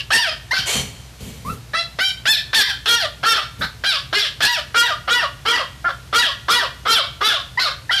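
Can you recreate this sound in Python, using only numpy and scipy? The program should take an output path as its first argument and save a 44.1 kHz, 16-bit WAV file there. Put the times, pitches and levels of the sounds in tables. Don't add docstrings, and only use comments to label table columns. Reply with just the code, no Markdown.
import sys
import numpy as np
from scipy import signal
from scipy.fft import rfft, irfft, next_fast_len
from scipy.io import wavfile
from scipy.ndimage import uniform_filter1d, minimum_filter1d

SR = 44100
rng = np.random.default_rng(int(sys.argv[2]) if len(sys.argv) > 2 else 0)


def log_audio(samples):
    frames = np.atleast_2d(samples).T
    limited = np.clip(frames, -1, 1)
    pcm = np.round(limited * 32767).astype(np.int16)
    wavfile.write(sys.argv[1], SR, pcm)


N = 352789
TIME = np.arange(N) / SR

# (t/s, length/s, attack/s, push/s, fall/s, top pitch/Hz, end pitch/Hz, scoop up/0-1, sag in push/0-1,
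#  push level/dB, tail level/dB, end level/dB, in-between tones/gain, push roughness/0-1,
#  tail roughness/0-1, push brightness/dB, tail brightness/dB, mouth resonance/Hz, upper resonance/Hz)
YAP_SHAPES = [ (-.1, .11, .003, .05, 0.1,  770, 572, .3, 0,  -5, -21, -23.5,  0, .4, 0.44,  5, 17,  1730, 3140),
              (0.104, 0.19, 0.00406, .075, 0.099,  965, 623.4, 0.36, 0.08,  -2, -10, -14.5,  0.14, 0.33, 0.13,  5.5, 5,  1660, 3080),
              (0.531, 0.08, 0.0037, 0.047, 0.052,  763.4, 753, 0, 0,  -12, -2, -18.5,  0.5, 0.17, 0.42,  4, 9.5,  1460, 4440),
              (1.733, 0.081, 0.014, 0.053, 0.03,  678.3, 663, .14, 0,  -14.5, -14, -19.5,  0, 0.15, .08,  1, 14,  1750, 4000),
              (1.988, 0.12, 0.0022, 0.042, 0.038,  787.5, 740, 0.29, 0,  -9.5, -12, -24.5,  0, 0.2, 0.01,  3.5, 20,  2040, 3550),
              (2.255, 0.14, 0.0028, 0.061, 0.09,  894, 595, 0.34, 0,  -3.5, 4, -27.5,  0, 0.03, 0,  9, 26,  1900, 3730),
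              (2.531, .182, 0.0033, 0.1, 0.05,  1036, 777, 0.5, .3,  0, -28, -14,  0.5, 0.15, 0.21,  10.5, 5.5,  1800, 3530),
              (2.858, .2, 0.0027, 0.1, 0.1,  949, 593, 0.18, 0.02,  -2, -15, -17,  1.35, 0.14, 0.1,  11.5, 4,  1550, 3330),
              (3.229, 0.17, .012, 0.11, 0.081,  945, 594, 0.41, 0.05,  -3.5, -11, -13.5,  0.6, 0.09, 0.42,  4, 3,  1394, 3280),
              (3.609, 0.042, 0.017, 0.028, 0.023,  678.5, 563, 0.16, 0,  -17, -23, -23.5,  0.5, 0.49, 0.59,  -3.5, 1.5,  1510, 4100),
              (3.838, .132, 0.0028, 0.084, .11,  866, 559, 0.36, 0.03,  -8.5, -5, -17,  0, 0.08, 0.34,  6.5, 9,  1600, 3670),
              (4.128, 0.14, 0.0024, 0.06, .11,  872, 562, 0.41, 0,  -7, -2, -17.5,  1.5, 0.05, 0.29,  1.5, 14,  1610, 3460),
              (4.405, 0.19, 0.0034, .062, 0.068,  963, 588, 0.37, .17,  -2, -12, -18.5,  0.16, 0.54, 0.13,  8, 6,  1480, 3270),
              (4.744, 0.18, 0.0034, 0.079, 0.074,  965.4, 587, 0.13, 0.04,  -0.5, -10, -19.5,  1.5, 0.08, 0.21,  3, -2,  1490, 3160),
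              (5.076, .18, 0.0067, 0.086, .078,  977, 550, 0.44, 0,  -5, -11, -21.5,  0.9, .14, 0.19,  -1, -3.5,  1314, 3110),
              (5.451, .167, .018, 0.063, 0.067,  961.7, 521, .3, 0.03,  -3.5, -9.5, -18.5,  1.8, 0.29, .28,  2, -4.5,  1290, 3170),
              (5.842, 0.071, 0.016, 0.045, .052,  730, 536, .12, 0,  -18, -20, -25.5,  1.3, 0.1, 0.37,  -19, -8.5,  1450, 3550),
              (6.127, 0.17, .006, 0.058, 0.095,  964, 548, 0.34, 0.01,  -3.5, -4.5, -19,  1.5, 0.31, 0.23,  0, 6,  1353, 3400),
              (6.482, .171, .007, 0.075, 0.073,  969.3, 523.6, 0.4, 0,  -1, -7, -21,  1.8, 0.22, 0.21,  3, -1,  1290, 3380),
              (6.852, .16, .016, 0.0815, 0.082,  940, 546, 0.4, 0.03,  -1, -3, -15,  2.5, 0.17, 0.2,  -0.5, 3.5,  1320, 3410),
              (7.206, 0.17, .02, 0.073, .11,  915, 553, 0.47, 0.05,  -3.5, -1.5, -19,  2, 0.17, 0.29,  1, 3.5,  1340, 3440),
              (7.593, 0.095, .003, .035, 0.068,  770, 542.4, 0.04, 0.04,  -10.5, -11, -13.5,  1.2, 0.19, 0.33,  8.5, 3.5,  1390, 4100),
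              (7.908, .091, .003, 0.023, 0.027,  795, 678, 0.18, 0.05,  -10, -12.5, -14,  0.9, 0.42, 0.2,  4.5, 10,  1450, 3400),
              ]
# (pitch/Hz, level over mouth band/dB)
CLEAN_FUNDAMENTAL = [(560, 3), (650, 6), (780, -9), (880, -11.5), (960, 3.5)]
# (f/Hz, width/Hz, level/dB)
THROAT_RESONANCES = [(620, 43, -58), (1573, 120, -9.5), (3077, 920, -7), (4360, 545, -8), (5390, 384, -7.5)]
# (f/Hz, fade/s)
ECHO_FADE = [(200, 0.29), (1400, 0.53), (3200, 0.52), (6000, 0.43), (14000, 0.28)]
# (f/Hz, level/dB)
NEARBY_RINGS = [(695, 5.5), (1890, 1), (2270, 9.5), (2900, 4), (3150, 8), (4330, 6), (4576, -2),
                (5975, 11.5), (7070, 6.5)]
# (f/Hz, level/dB)
HUM_TONES = [(61, -44.5), (125, -49.5)]
# (f/Hz, relative level/dB)
ROOM_NOISE_COLOUR = [(30, -24), (55, 3.5), (130, 7.5), (200, -6), (350, -12), (1500, -16.5), (4000, -16.5),
                     (14000, -28.5)]
# (t/s, length/s, start pitch/Hz,
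#  end pitch/Hz, start level/dB, end level/dB, fundamental/dB, brightness/dB, mouth resonance/Hz)
SQUEAK_SHAPES = [(.509, 0.016, 892, 1050, -21, -9, -10, -4, 1850),
                 (1.449, 0.059, 1007, 1350, -33, -24.5, 17.5, -6, 1900),
                 (7.574, .019, 917, 1040, -18, -10.5, -5, -14, 1900),
                 (7.894, 0.0097, 837, 1010, -20, -13.5, -9.5, -25, 1800)]
# (t/s, attack/s, hold/s, release/s,
# level/dB)
RUB_STROKES = [(.58, .015, 0.003, 0.023, -26), (.738, .012, 0.027, 0.073, -24),
               (1.2, 0.011, 0.073, 0.12, -33), (1.44, 0.03, 0.067, 0.03, -30.5),
               (3.585, .015, 0.042, .03, -30)]
# (f/Hz, relative level/dB)
RUB_COLOUR = [(40, 2), (70, 4.5), (140, 6), (260, -0.5), (340, -14), (445, -3.5), (560, -14), (1200, -25)]
# (t/s, attack/s, hold/s, release/s, level/dB)
BOARD_STROKES = [(.655, 0.038, 0.074, 0.027, -15.5), (.8, 0.014, .03, 0.15, -39.5),
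                 (1.19, .02, 0.078, 0.13, -43.5)]
# (f/Hz, relative level/dB)
BOARD_COLOUR = [(180, -44), (300, -16), (407, -5), (1550, -10.5), (2240, -3), (2590, -4.5), (3090, 0),
                (3750, -7), (4400, -2.5), (4840, -12.5), (7130, -4.5), (14000, -22)]

SCOOP_S, RELAX_S = .016, .0087
ONSET_DB, ONSET_DULL_DB = -13.5, -9.5
SWELL_SHARE, SETTLE_SHARE = .21, .312
ONSET_ROUGH, CLOSING_ROUGH = .824, .17
CRACK = .59
EASING = .57
FALL_BEND = .85
ONSET_FUNDAMENTAL_DB, PUSH_FUNDAMENTAL_DB = -10, -34
ROUGH_THINS_DB = -39


def from_db(db):
    return 10 ** (np.asarray(db) / 20)


def rms_one(x):
    return x / np.sqrt(np.mean(x ** 2) + 1e-20)


def blend(start, end, share):
    return start + (end - start) * share


def at_hz(points, hz):
    table = np.array(points)
    return np.interp(np.log(np.maximum(hz, 1)), np.log(table[:, 0]), table[:, 1])


def noise(shape, size):
    padded = next_fast_len(size)
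    hz = np.arange(padded // 2 + 1) * SR / padded
    spectrum = rfft(rng.standard_normal(padded)) * shape(hz)
    return rms_one(irfft(spectrum, padded)[:size])


def wander(rate_hz, size):
    return noise(lambda hz: 1 / (1 + (hz / rate_hz) ** 4), size)


def resonances(modes, hz):
    return np.sqrt(sum(from_db(db) ** 2 / (1 + (2 * (hz - centre) / width) ** 2)
                       for centre, width, db in modes))


def strokes(rows):
    gain = 0
    for s, attack, hold, release, db in rows:
        rise = np.clip((TIME - s) / attack, 0, 1)
        fade = np.exp(-np.maximum(TIME - s - attack - hold, 0) / release)
        gain += from_db(db) * rise * fade
    return gain


def yap(s, length, attack_s, push_s, fall_s, top_hz, end_hz, scoop, sag, push_db, tail_db, end_db,
        between, push_rough, tail_rough, push_bright_db, tail_bright_db, *muzzle):
    span, age, gate = airflow(s, length, attack_s)
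    built = 1 - np.exp(-(age / (SWELL_SHARE * push_s + attack_s)) ** 2)
    pushing = .5 - .5 * np.tanh((age - push_s) / RELAX_S)
    push_done = np.minimum(age / push_s, 1)
    closing = np.clip(1 + (age - length) / fall_s, 0, 1)
    fallen = (1 - np.cos(np.pi * FALL_BEND * closing)) / (1 - np.cos(np.pi * FALL_BEND))
    pressed = sag * pushing * push_done ** 1.3
    pitch = blend(top_hz, end_hz, fallen) * (1 - scoop * np.exp(-age / SCOOP_S)) * (1 - pressed)
    fading_db = blend(tail_db, end_db, closing)
    level_db = blend(ONSET_DB, blend(fading_db, push_db, pushing), built)
    bright_db = blend(tail_bright_db, push_bright_db, pushing) + ONSET_DULL_DB * (1 - built)
    squeezed = pushing * (1 - EASING * push_done ** 2)
    relaxed_db = at_hz(CLEAN_FUNDAMENTAL, pitch) + ROUGH_THINS_DB * tail_rough
    fundamental_db = blend(ONSET_FUNDAMENTAL_DB, blend(relaxed_db, PUSH_FUNDAMENTAL_DB, squeezed), built)
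    cracked = tail_rough * (1 + CRACK * np.sin(np.pi * closing))
    settled_rough = blend(cracked, push_rough, pushing) + CLOSING_ROUGH * closing
    hoarse_start = np.exp(-(age / (SETTLE_SHARE * push_s)) ** 2)
    rough = blend(settled_rough, ONSET_ROUGH, hoarse_start)
    sound = voice(pitch, fundamental_db, bright_db, between * pushing, rough, muzzle)
    sound += pushing * puff(len(age))
    return span, sound * from_db(level_db) * gate


def airflow(s, length, attack_s=.003, release_s=.008):
    span = np.flatnonzero((TIME > s - attack_s) & (TIME < s + length + 5 * release_s))
    age = TIME[span] - s
    rise = np.clip((age + .00082) / attack_s, 0, 1)
    fade = np.exp(-np.maximum(age - length, 0) / release_s)
    return span, np.maximum(age, 0), rise * fade


def voice(pitch, fundamental_db, bright_db, between, rough, muzzle,
          jitter=.0697, tremor=.0022, rasp=.91, shimmer_db=1.0, stretch=.22,
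          flutter_db=4.0, flutter_hz=23.0, fray_share=.51, fray_rest=.12, fray_hz=228.0):
    size = len(pitch)
    rough = np.clip(rough, 0, 1)
    bright, fundamental_gain = from_db(bright_db), from_db(fundamental_db)
    hz = pitch * (1 + jitter * rough * wander(227, size) + tremor * wander(73, size))
    phase = 2 * np.pi * np.cumsum(hz) / SR
    fundamental = fundamental_gain * np.sqrt(2) * np.sin(phase)
    multiples = np.arange(1, 33)[:, None] / 2
    weight = np.where(multiples % 1 == 0, 1, between) * (multiples != 1)
    tones = np.sin(multiples * phase + rng.uniform(0, 2 * np.pi, multiples.shape))
    tones *= from_db(flutter_db * np.array([wander(flutter_hz, size) for _ in multiples]))
    tones /= np.sqrt(2 * np.mean(tones ** 2))
    opening = (pitch / 880) ** stretch
    bands = [band * weight for band in throat(multiples * pitch / opening, muzzle)]
    mouth, upper = [(band * tones).sum(0) / np.sqrt((band ** 2).sum(0) / 2) for band in bands]
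    fray = np.clip(fray_share * (rough + fray_rest), 0, 1)
    upper = np.sqrt(1 - fray ** 2) * upper + fray * upper * wander(fray_hz, size)
    hiss = noise(lambda f: throat(f, muzzle)[0], size)
    hiss += bright * noise(lambda f: throat(f, muzzle)[1], size)
    hiss *= 1 + .5 * np.cos(phase)
    breathy = np.clip(rasp * rough, 0, 1)
    sound = np.sqrt(1 - breathy ** 2) * (mouth + bright * upper) + breathy * hiss + fundamental
    shimmer = from_db(shimmer_db * rough * wander(69, size))
    return sound / np.sqrt(1 + bright ** 2 + fundamental_gain ** 2) * shimmer


def throat(hz, muzzle, mouth_width_hz=230.0, upper_width_hz=350.0,
           low_hz=330, split_hz=1894, top_hz=5300, leak_db=-5.0):
    mouth_hz, upper_hz = muzzle
    peaks = resonances([(mouth_hz, mouth_width_hz, 0), (upper_hz, upper_width_hz, 0)], hz) ** 2
    treble_cut = 1 / np.sqrt(1 + (hz / top_hz) ** 24)
    bass_cut = 1 / np.sqrt(1 + (low_hz / (hz + 1)) ** 8)
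    leak = from_db(leak_db) * hz / top_hz
    gain = (peaks + resonances(THROAT_RESONANCES, hz)) * bass_cut * (treble_cut + leak)
    upper_share = 1 / (1 + (split_hz / (hz + 1)) ** 16)
    return gain * np.sqrt(1 - upper_share), gain * np.sqrt(upper_share)


def puff(size, puff_db=-33.0, centre_hz=253.0):
    return from_db(puff_db) * noise(lambda hz: resonances([(centre_hz, centre_hz / 2, 0)], hz) ** 2, size)


def room(x, gap_s=.0068, early_s=.032, early_db=-8.0, late_db=-22.0, ring_db=-28.0, ring_fade_s=.42):
    t = TIME[:SR]
    edges_hz = np.geomspace(100, 16000, 9)
    late = 0
    for low, high in zip(edges_hz, edges_hz[1:]):
        band_pass = signal.butter(2, [low, high], "band", fs=SR, output="sos")
        fade = np.exp(-np.log(1000) * t / at_hz(ECHO_FADE, np.sqrt(low * high)))
        late += signal.sosfilt(band_pass, rng.standard_normal(SR)) * fade
    early = rng.standard_normal(SR) * np.exp(-t / early_s)
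    ring = sum(from_db(db) * np.sin(2 * np.pi * hz * t) for hz, db in NEARBY_RINGS)
    ring *= np.exp(-np.log(1000) * t / ring_fade_s)
    parts = [(early_db, early), (late_db, late), (ring_db, ring)]
    echo = sum(from_db(db) * rms_one(part * (t > gap_s)) for db, part in parts)
    return x + signal.fftconvolve(x, echo / np.sqrt(SR))[:N]


def background(noise_db=-41, waver_hz=7.5):
    hum = sum(from_db(db) * np.sqrt(2) * np.sin(2 * np.pi * hz * TIME + wander(waver_hz, N))
              for hz, db in HUM_TONES)
    return hum + from_db(noise_db) * noise(lambda hz: from_db(at_hz(ROOM_NOISE_COLOUR, hz)), N)


def squeak(s, length, start_hz, end_hz, start_db, end_db, fundamental_db, bright_db, mouth_hz,
           upper_hz=4100, rough=.19):
    span, age, gate = airflow(s, length)
    risen = np.minimum(age / length, 1)
    pitch = blend(start_hz, end_hz, risen)
    sound = voice(pitch, fundamental_db, bright_db, between=0, rough=rough, muzzle=(mouth_hz, upper_hz))
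    return span, sound * from_db(blend(start_db, end_db, risen)) * gate


def hand_rub():
    return strokes(RUB_STROKES) * noise(lambda hz: from_db(at_hz(RUB_COLOUR, hz)), N)


def board_scrape(grain_db=1.5, ring_db=-4.0, ring_width_hz=8.6):
    colour = lambda hz: from_db(at_hz(BOARD_COLOUR, hz))
    modes = [(hz, ring_width_hz, db) for hz, db in NEARBY_RINGS]
    friction = noise(colour, N) * from_db(grain_db * wander(150, N))
    ringing = noise(lambda hz: colour(hz) * resonances(modes, hz), N)
    return strokes(BOARD_STROKES) * rms_one(friction + from_db(ring_db) * ringing)


def scene():
    puppy = np.zeros(N)
    for span, sound in [yap(*row) for row in YAP_SHAPES] + [squeak(*row) for row in SQUEAK_SHAPES]:
        puppy[span] += sound
    mix = room(puppy + board_scrape()) + hand_rub() + background()
    return np.tile(mix, (2, 1))


def limiter(x, ceiling_db=-10.5, release_db_per_s=216.0, smooth_samples=45):
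    level_db = 20 * np.log10(np.abs(x).max(axis=0) + 1e-9)
    over_db = np.maximum(level_db - ceiling_db, 0)
    recovery_db = release_db_per_s * TIME
    cut_db = np.maximum.accumulate(over_db + recovery_db) - recovery_db
    gain_db = uniform_filter1d(minimum_filter1d(-cut_db, smooth_samples), smooth_samples)
    return x * from_db(gain_db)


def record(dry, overload_db=-3.0, low_cut_hz=46.0, high_cut_hz=14100):
    clipped = dry / (1 + (dry / from_db(overload_db)) ** 8) ** (1 / 8)
    bass_cut = signal.butter(3, low_cut_hz, "high", fs=SR, output="sos")
    treble_cut = signal.ellip(12, .2, 90, high_cut_hz, fs=SR, output="sos")
    return signal.sosfilt(treble_cut, signal.sosfilt(bass_cut, limiter(clipped)))


dry = scene()
out = record(dry)
log_audio(out)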